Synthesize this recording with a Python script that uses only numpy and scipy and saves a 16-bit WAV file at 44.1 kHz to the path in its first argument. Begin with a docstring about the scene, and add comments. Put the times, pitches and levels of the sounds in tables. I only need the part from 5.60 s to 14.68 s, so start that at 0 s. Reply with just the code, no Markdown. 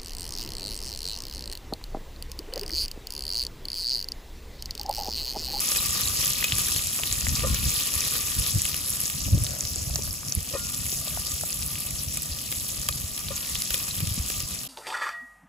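"""Chopped onions fry in oil in an open metal pot over a wood fire outdoors, heard on a hand-held microphone pair.
Bursting steam bubbles are thousands of random clicks sent through resonances: a dense fizz with pops. Louder
spits and short pitched rings are dying tones; the fizz and the cracks of the spits also ring the air in the pot.
Clumps of onion land as soft hollow thuds, fingers knock and rake a tray with damped taps and dull bumps, and the
flames flutter and puff in the bass as shaped noise and single low pushes. A low hum of narrow noise comes and goes."""
import sys
import numpy as np
from scipy import signal
from scipy.fft import rfft, irfft
from scipy.io import wavfile
from scipy.ndimage import uniform_filter1d

SR = 44100
rng = np.random.default_rng(int(sys.argv[2]) if len(sys.argv) > 2 else 0)


def linear_from_db(decibels):
    """Turn decibels (scalar or array-like) into linear amplitude factors; 0 gives 1."""
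    return 10 ** (np.asarray(decibels, float) / 20)


def file_out(sig):
    """Save sig as 16-bit WAV at sys.argv[1]."""
    # one column per channel
    cols = np.atleast_2d(sig).T
    # limit, then scale
    lim = np.clip(cols, -1, 1)
    pcm = np.round(lim * 32767).astype(np.int16)
    wavfile.write(sys.argv[1], SR, pcm)


N = 400257   # length in samples
TIME_S = np.arange(N) / SR
HZ = np.maximum(np.fft.rfftfreq(N, 1 / SR), 1)

# Levels in the tables set each source before the microphone pair shapes it.
# vigour of the frying: (t/s, fine bubbles' level/dB, large bubbles against fine ones/dB)
FRYING = [(0.0, -27.5, -5), (0.15, -28, -3.5), (0.88, -29.5, -2.5), (1.29, -30, -5), (1.82, -31.5, -3),
          (2.07, -28.5, -4.5), (2.48, -29.5, -3), (3.59, -32, -7), (4.45, -33.5, -8), (4.83, -36.5, -5),
          (5.33, -30.5, -9), (6.83, -35.5, -5.5), (7.02, -32, -8.5), (7.53, -36, -5.5), (8.14, -31.5, -4.5),
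          (9.08, -36, -5)]
# balance of the fizz by pitch: (f/Hz, level/dB)
FIZZ_COLOUR = [(250, -26), (900, -37), (1700, -32.5), (2700, -15.5), (4300, -6.5), (5300, -1), (6500, -1),
               (11000, 6.5), (13500, 4.5), (15800, 0.5)]
# resonances, first of the air in the pot, then of the metal wall:
# (f/Hz, width/Hz, level in the fizz/dB, level in a landing/dB)
POT_RESONANCES = [(531, 164, -14.5, -1), (1198, 55, -6, -5.5), (1860, 66, -10.5, -8.5),
                  (2487, 26, -10.5, -6.5), (1071, 4.4, -63, -23.5), (1405, 2.7, -62, -22.5)]
# the pair swings away from the pot towards the tray: (start t/s, length/s, amount/dB, 0 dB = one full turn)
TURNS_AWAY = [(3.7, 0.56, 1.5), (4.4, 0.35, 0)]
TURN_DB_PER_S = 109
# what one full turn does to the frying: (f/Hz, level change/dB)
TURN_COLOUR = [(1500, 0.5), (2000, -3), (2800, 0), (3600, -6.5), (5400, 3), (7500, -1.5), (11000, -2.5)]
# balance of the flames' flutter: (f/Hz, level/dB)
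FLUTTER_COLOUR = [(22, -49), (48, 5.5), (76, 6), (140, -2), (283, -18), (400, -37.5), (550, -28),
                  (920, -120)]
# gusts in the flames: (middle t/s, half length/s, level/dB)
FLAME_GUSTS = [(1.772, 0.12, -31.5), (1.91, 0.061, -28), (2.083, 0.052, -33.5), (2.35, .03, -43),
               (2.804, 0.081, -38), (2.963, 0.034, -29.5), (3.745, 0.072, -24), (3.925, 0.047, -37),
               (4.36, 0.14, -40.5), (4.773, 0.024, -32), (8.46, 0.043, -33.5)]
# balance of the open air, without its outer ends: (f/Hz, level/dB)
AIR_COLOUR = [(130, 3.5), (290, -5), (380, -17), (650, -12), (950, -22.5), (2500, -44)]
# loud spits: (t/s, ring level/dB, ring f/Hz, crack strength against the ring/dB)
LOUD_SPITS = [(0.0884, -6, 6650, -23), (0.118, -9.5, 5300, -8), (0.161, -18, 3300, 0.5),
              (0.308, -8, 7500, -30), (0.41, -4, 11700, -34), (0.6407, -14, 2880, -13),
              (0.658, -4, 7350, -31), (0.7345, -7, 6500.0, -35), (0.8422, -9.5, 3260, -4.5),
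              (0.922, -4, 3200, -22), (0.984, -5, 11000, -15), (1.084, -10.5, 10420.0, -7),
              (1.162, -10.5, 10380.0, -8), (1.4351, -9, 2920, -30), (1.473, -12.5, 4100, -22),
              (1.5264, -3, 7100, -20), (1.6683, -13, 1970, -23), (1.692, -17, 4200, -20),
              (1.755, -9, 5200, -32), (1.7945, -13.5, 3000, -15), (1.945, -6.5, 6500, -11.5),
              (2.4063, -6, 6130, -30), (2.8644, -14, 3800, -9), (3.019, -2, 8500, -29),
              (3.052, -4.5, 10000, -24), (3.0542, -12, 2940, -9), (3.1433, -14.5, 3100, -5),
              (3.456, -8, 6500, -15), (3.4995, -15, 2980, -10), (3.838, -4.5, 9600, -40),
              (3.8664, -13.5, 3930, -21), (4.0078, -5.5, 6500, -25), (4.052, -13, 5200, -13),
              (4.1588, -7, 7900, -40), (4.358, -2.5, 6000, -20), (4.422, -11, 6060, -32),
              (4.6835, -12.5, 5800, -24), (4.7231, -4, 5960, -27), (4.751, -2, 10700, -41.5),
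              (5.811, -8, 10300, -22), (5.929, -9, 6500, -25), (6.024, -11, 5530, -20),
              (6.1556, -19, 2800, -17), (6.572, -5.5, 9100, -16), (6.621, -9, 11900, -22),
              (6.9173, -8, 12100, -16), (6.9242, -16, 3400, -5), (7.287, -5.5, 9100, -9),
              (7.3258, -15, 4230, -29.0), (7.577, -19.5, 3140, -4), (7.685, -14.5, 3960.0, -31),
              (7.9543, -11, 3160, -32), (8.0205, -11, 4870, -13), (8.1053, -13, 12100.0, -4),
              (8.1406, -10, 12300, -17), (8.1426, -7.5, 3300, -8.5), (8.4042, -14, 11200, -7),
              (8.472, -10, 8550, -13.5), (8.7005, -20.5, 2600, 1), (8.804, -12.5, 7000, -11)]
# short pitched rings: bursting bubbles, and at 7.2885 s the air in the pot ringing after a loud spit:
# (t/s, level/dB, starting f/Hz, ring time/s)
SHORT_RINGS = [(0.1585, -24.5, 2480, .008), (0.186, -18, 3870, 0.0043), (.4339, -14, 4180, 0.0012),
               (.4544, -20, 3840, 0.003), (.4763, -13, 4220, 0.0013), (.6125, -18, 4200, 0.0016),
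               (0.8266, -9.5, 1870, 0.00079), (.8405, -19.5, 2460, 0.012), (1.1715, -16, 4270, .002),
               (4.5086, -12.5, 5200, 0.00077), (7.2876, -16, 3220, 0.0017), (7.2885, -21.5, 1180, 0.0046),
               (7.2885, -27.5, 570, 0.0034), (7.778, -19, 4700, 0.0013), (8.31, -15.5, 4000, 0.0011),]
# single puffs of flame: (t/s, level/dB, f/Hz)
FLAME_PUFFS = [(0.928, -20.5, 106), (3.772, -16, 81.5), (6.476, -24.5, 83.5), (6.714, -26, 69),
               (7.03, -33, 83.4), (7.439, -24, 77), (8.109, -31, 53.8), (8.478, -23, 84.5),
               (8.512, -20, 95), (8.577, -21.5, 174), (8.596, -19.5, 66.5)]
# dull knocks on the tray: (t/s, level/dB, lowest f/Hz)
TRAY_KNOCKS = [(1.398, -27.5, 670), (3.681, -32, 620), (3.774, -29.5, 290), (3.936, -33, 680),
               (4.162, -36, 346), (4.299, -32, 694), (4.357, -31, 680), (4.389, -30, 427),
               (4.475, -40, 620), (4.631, -25.5, 1170), (5.326, -35.5, 363), (5.474, -29.5, 610),
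               (5.573, -23, 730), (5.835, -23.5, 665)]
# clumps of onion landing: (t/s, level/dB, f/Hz of the hollow note)
ONION_DROPS = [(1.834, -26.5, 480), (1.844, -22.5, 525), (4.909, -40, 507), (4.936, -27, 545),
               (4.95, -24.5, 533), (7.705, -29.5, 545)]
# fingers raking onion on the tray: (start t/s, length/s, level/dB)
TRAY_RAKES = [(3.86, 0.13, -48), (4.2, 0.18, -55), (5.4, 0.13, -54.5)]
# a low hum that comes and goes: (start t/s, length/s, level/dB)
HUM_TIMES = [(4.4, 0.9, -46), (6.2, 0.45, -48)]
# how alike the two microphones hear a sound: (f/Hz, likeness 0-1)
PAIR_LIKENESS = [(80, 0.86), (300, 0.56), (1150, 0.72), (2000, 0.086), (2600, 0.62), (4000, 0.43),
                 (4700, 0.03), (5900, 0.11), (6600, 1), (16000, 1)]
# how much louder the left microphone is than the right: (f/Hz, level/dB)
LEFT_LEAN = [(90, 0.5), (250, 3), (550, 7), (1000, 1.5), (1800, 6.5), (2600, 3), (4000, 2), (5000, 3),
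             (8500, 0)]
# how far the right microphone leads, used up to 6000 Hz: (f/Hz, lead/radians)
RIGHT_LEAD = [(100, 0.25), (900, 0.53), (1400, -1.76), (2000, 0.088), (2400, -0.5), (3000, 0.088),
              (6000, 1)]


def rms_one(x):
    """Scale a sound to an average strength (rms) of 1."""
    return x / np.sqrt(np.mean(x ** 2) + 1e-20)


def in_time(rows):
    """Join the points of a table by straight lines: one value a sample for each column."""
    s, *columns = np.transpose(rows)
    return [np.interp(TIME_S, s, column) for column in columns]


def at_hz(points, hz):
    """Read a (f/Hz, value) table, with pitch spaced as the ear hears it, by ratios."""
    table_hz, values = np.transpose(points)
    return np.interp(np.log(hz), np.log(table_hz), values)


def colour(x, spectrum):
    """Raise or lower each frequency by a table in dB."""
    return irfft(rfft(x) * linear_from_db(at_hz(spectrum, HZ)), N)


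def drift(rate_hz):
    """Wander slowly at random around 0 with spread 1; a higher rate wanders faster."""
    step = 40   # samples between the computed points
    r = np.exp(-2 * np.pi * step * rate_hz / SR)
    noise = rng.standard_normal(N // step + 2002)
    slow = signal.lfilter([1], [1, -2 * r, r * r], noise)[2000:]   # drop the filter's start
    return np.interp(np.arange(N) / step, np.arange(len(slow)), rms_one(slow))


def resonate(x, hz, width_hz):
    """Ring at one pitch, peaking near 1 for a unit click; a wider resonance dies sooner."""
    r, w = np.exp(-np.pi * width_hz / SR), 2 * np.pi * hz / SR
    return signal.lfilter([0, np.sin(w)], [1, -2 * r * np.cos(w), r * r], x + 1e-18)


def keep_range(x, order, edge_hz, kind):
    """Let only the highs ("high") or a range ("band") through."""
    return signal.sosfilt(signal.butter(order, edge_hz, kind, fs=SR, output="sos"), x)


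def place(track, s, wave):
    """Add a short wave to a track at a moment."""
    i = round(s * SR)
    track[..., i:i + wave.shape[-1]] += wave


def twin(clicks):
    """Pair a click train with a copy of random signs: same moments, unrelated waves."""
    return np.array([clicks, clicks * rng.choice([-1, 1], N)])


def swells(rows, rise_db_per_s, fall_db_per_s):
    """Gain of events that rise, hold for their length and fall; the loudest one counts."""
    gains = []
    for s, length, db in rows:
        early, late = np.maximum(s - TIME_S, 0), np.maximum(TIME_S - s - length, 0)
        gains.append(linear_from_db(db - rise_db_per_s * early - fall_db_per_s * late))
    return np.max(gains, axis=0)


def fizz(per_s=2200, spread_db=3.5, hiss_db=-13.5, cycles=3.05, clump_db=3.0, patchy_db=2.0,
         snap_db=-9.5, quick=1.33):
    """Random bursts ring at 14 bubble pitches over a bed of hiss, and ring the air in the pot."""
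    fine_db, coarse_db = in_time(FRYING)
    large_db = fine_db + coarse_db
    middle_db = fine_db - 0.5 + 0.59 * coarse_db   # follows part of the large bubbles' change
    away = swells(TURNS_AWAY, TURN_DB_PER_S, TURN_DB_PER_S)
    sizes = linear_from_db(spread_db * np.minimum(rng.exponential(1, N), 4.2)) * rng.choice([-1, 1], N)
    clumping = drift(25) + 0.3 * drift(6)
    born = rng.random(N) < per_s * linear_from_db(clump_db * clumping) / SR
    bursts = twin(rms_one(sizes * born))
    dealt = rng.integers(0, 17, N)   # 14 deals go to one pitch each, the other 3 snap in all at once
    out = 0
    for k, hz in enumerate(np.geomspace(1200, 15000, 14)):
        large, middle, fine = (np.interp(hz, [3600, 5300, 7500], share) for share in np.eye(3))
        level_db = large * large_db + middle * middle_db + fine * fine_db
        level_db = level_db + patchy_db * drift(10.0) + away * at_hz(TURN_COLOUR, hz)
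        clicks = bursts * ((dealt == k) + linear_from_db(snap_db) * (dealt > 13))
        hiss = linear_from_db(hiss_db) * rng.standard_normal((2, N))
        push = (clicks + hiss) * linear_from_db(level_db)
        # two resonances in a row: the ring swells quickly, then dies
        first_ring = resonate(push, hz, quick * hz / cycles)
        out = out + resonate(first_ring, hz, hz / cycles) * quick / cycles
    body = 0
    for hz, width_hz, db, _ in POT_RESONANCES:
        body = body + linear_from_db(db + 2.6 * drift(2.7)) * rms_one(resonate(bursts, hz, width_hz))
    return linear_from_db(0.5) * colour(out, FIZZ_COLOUR) + linear_from_db(large_db - 11.0 - 3.6 * away) * body


def pops(per_s=70.0, spread_db=4.5, cycles=2.67, level_db=9.0, large_db=-6.5, clump_db=3.0,
         low_hz=3200, high_hz=13000):
    """Water pops in hot oil in clusters, at one of 8 pitches; few cycles snap dry, many sound wet."""
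    fine_db, coarse_db = in_time(FRYING)
    away = swells(TURNS_AWAY, TURN_DB_PER_S, TURN_DB_PER_S)
    born = rng.random(N) < per_s * linear_from_db(clump_db * drift(8)) / SR
    spread = spread_db * np.minimum(rng.exponential(1, N), 2.2)
    sizes = linear_from_db(level_db + fine_db + spread) * born
    dealt, bursts = rng.integers(0, 8, N), 0
    for k, hz in enumerate(np.geomspace(low_hz, high_hz, 8)):
        low_share = np.interp(hz, [3600, 7500], [1, 0])
        low_db = low_share * (large_db + coarse_db - coarse_db.mean())
        push = sizes * (dealt == k) * linear_from_db(low_db + away * at_hz(TURN_COLOUR, hz))
        bursts = bursts + resonate(push, hz, hz / cycles)
    return np.array([keep_range(bursts, 3, 0.86 * low_hz, "high"), np.zeros(N)])


def flames(calm_db=-44.5, lumpy_db=7.0, air_db=-46.5):
    """Flapping flames are lumpy low noise that swells in gusts, over the steady noise of open air."""
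    flutter = rms_one(colour(rng.standard_normal((2, N)), FLUTTER_COLOUR))
    # level out the noise's own swells, so that the gusts and lumps set the loudness
    even = flutter / np.sqrt(uniform_filter1d(flutter ** 2, size=3001) + 0.11)
    flapping = linear_from_db(calm_db)
    for s, half_s, db in FLAME_GUSTS:
        flapping = flapping + linear_from_db(db) * np.exp(-((TIME_S - s) / half_s) ** 2)
    lumps = linear_from_db(lumpy_db * np.clip(drift(20.8), -3, 1.4))
    air_colour = [(60, -21)] + AIR_COLOUR + [(6000, -72)]
    air = rms_one(colour(rng.standard_normal((2, N)), air_colour))
    return flapping * lumps * even + linear_from_db(air_db) * air


def spits(cycles=4.0, swell_s=0.0003, pot_db=-39.0, edge_db=13.0, spray_db=-12.5, spray_s=0.003,
          damped=0.9, deep=0.84):
    """A spit is a short swelling ring, a sharp crack and a dying spray; crack and spray nudge the pot."""
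    rings, cracks, t = np.zeros((2, N)), np.zeros((2, N)), np.arange(400) / SR
    late = np.maximum(t - swell_s, 0)
    quarter_turn = np.array([[0], [np.pi / 2]])   # makes the second wave unlike the first
    for s, db, hz, crack_db in LOUD_SPITS:
        shape = np.minimum(t / swell_s, 1) ** 2 * np.exp(-np.pi * hz / cycles * late)
        place(rings, s, linear_from_db(db) * shape * np.sin(2 * np.pi * hz * t + quarter_turn))
        edge = linear_from_db(db + crack_db + edge_db)
        droplets = rng.standard_normal((2, 400)) * (late > 0) * np.exp(-late / spray_s)
        place(cracks, s, edge * linear_from_db(spray_db) * droplets)
        cracks[0, round(s * SR) + round(swell_s * SR)] += edge
    pot = 0
    for hz, width_hz, db, landing_db in POT_RESONANCES:
        # "deep" mixes the pot's balance in the fizz (0) with that in a landing (1)
        level_db = pot_db + db - POT_RESONANCES[1][2] + deep * (landing_db - db)
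        pot = pot + linear_from_db(level_db) * resonate(cracks, hz, damped * width_hz)
    return rings + keep_range(cracks, 2, 1500, "high") + pot


def short_rings(rise_s=0.00037, climb=0.01):
    """A bursting bubble, or the pot's air after a spit, rings as one tone that climbs a little and dies."""
    out, t = np.zeros((2, N)), np.arange(1800) / SR
    quarter_turn = np.array([[0], [np.pi / 2]])
    for s, db, hz, ring_s in SHORT_RINGS:
        turns = hz * t * (1 + climb * t / ring_s)
        shape = (1 - np.exp(-t / rise_s)) * np.exp(-t / ring_s)
        place(out, s, linear_from_db(db) * shape * np.sin(2 * np.pi * turns + quarter_turn))
    return out


def puffs(puff_cycles=0.95):
    """A puff of flame is one low push and its rebound, soon dying."""
    out, t = np.zeros((2, N)), np.arange(4000) / SR
    for s, db, hz in FLAME_PUFFS:
        turns = hz * t
        age = 2 * turns / puff_cycles   # strongest at 1
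        place(out[0], s, linear_from_db(db) * np.sin(2 * np.pi * turns) * age * np.exp(1 - age))
    return out


def knocks(upper_db=-7.5):
    """A damped tap on the tray sounds three tones that die within a few cycles."""
    out, t = np.zeros((2, N)), np.arange(900) / SR
    for s, db, hz in TRAY_KNOCKS:
        soft_contact = 1 - np.exp(-t / 0.0015)
        fade = np.exp(-np.pi * hz / 4.5 * t) * soft_contact * 2
        lowest = np.sin(2 * np.pi * hz * t)
        upper = np.sin(2 * np.pi * 1.215 * hz * t) + np.sin(2 * np.pi * 2 * hz * t)
        place(out[0], s, linear_from_db(db) * fade * (lowest + linear_from_db(upper_db) * upper))
    return out


def drops(swell_s=0.004, patter_db=-13.0, patter_s=0.006):
    """A soft clump swells the pot's hollow note; loose pieces patter after it and ring air and wall."""
    thud, patter, t = np.zeros((2, N)), np.zeros((2, N)), np.arange(2000) / SR
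    for s, db, hz in ONION_DROPS:
        shape = t / swell_s * np.exp(1 - t / swell_s)
        place(thud[0], s, linear_from_db(db) * shape * np.sin(2 * np.pi * hz * t))
        delay_chance, push_chance = rng.random((2, 12))   # twelve loose pieces
        landing_s = s - patter_s * np.log(delay_chance + 1e-3)
        patter[0, (landing_s * SR).astype(int)] = linear_from_db(db + patter_db) * (2 * push_chance - 1)
    patter = keep_range(patter, 2, [380, 1600], "band") * 4   # soft contact
    ringing = sum(linear_from_db(db) * resonate(patter, hz, width_hz) for hz, width_hz, _, db in POT_RESONANCES)
    return thud + ringing


def raking(per_s=600, low_hz=400, high_hz=2300, tray_hz=650, tray_db=-22.0):
    """Fingers raking onion make soft dense bumps in the dull range of the tray."""
    bumps = twin((rng.random(N) < per_s / SR) * rng.standard_normal(N))
    dull = keep_range(bumps, 2, [low_hz, high_hz], "band")
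    tray = linear_from_db(tray_db) * resonate(bumps, tray_hz, 130)
    return swells(TRAY_RAKES, rise_db_per_s=134, fall_db_per_s=89) * rms_one(dull + tray)


def hum(hz=138, width_hz=3.4, fade_db_per_s=46):
    """Noise through one narrow resonance hums at nearly one pitch."""
    tone = rms_one(resonate(rng.standard_normal((2, N)), hz, width_hz))
    return swells(HUM_TIMES, fade_db_per_s, fade_db_per_s) * tone


def microphone_pair(pair, in_step_hz=6950, turn_hz=4220):
    """Mix a wave and its companion into left and right, with likeness, lean and lead by frequency."""
    same, other = rfft(pair)
    alike = np.clip(at_hz(PAIR_LIKENESS, HZ), 0, 1)
    # treble: in step at the first setting, then the left lags one more cycle every turn_hz
    treble_lead = 2 * np.pi * (HZ - in_step_hz) / turn_hz
    lead = np.where(HZ > 6000, treble_lead, at_hz(RIGHT_LEAD, HZ))
    lean = linear_from_db(at_hz(LEFT_LEAN, HZ) / 2)   # half the difference for each side
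    shared, apart = np.sqrt(1 + alike) * same, np.sqrt(1 - alike) * other
    left = (shared + apart) * lean
    right = (shared - apart) / lean * np.exp(1j * lead)
    return irfft(np.array([left, right]), N) / np.sqrt(2)


def scene():
    """Add up all sources and hear them through the microphone pair."""
    dry_pops = pops()
    wet_pops = pops(per_s=80.0, cycles=8.0, level_db=3.5, large_db=-5.5, low_hz=2500, high_hz=7500)
    frying = fizz() + dry_pops + wet_pops + spits() + short_rings()
    fire = flames() + puffs()
    handling = knocks() + drops() + raking()
    return microphone_pair(frying + fire + handling + hum())


def roll_off(x):
    """The treble ends steeply here."""
    return signal.sosfilt(signal.butter(12, 17030, fs=SR, output="sos"), x)


def record(dry):
    """A steep filter cuts the very top of the treble."""
    top_cut = signal.cheby2(16, 60, 16050, fs=SR, output="sos")   # 60 dB down from 16050 Hz up
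    finished = signal.sosfilt(top_cut, dry)
    return roll_off(finished)


dry = scene()
out = record(dry)
file_out(out)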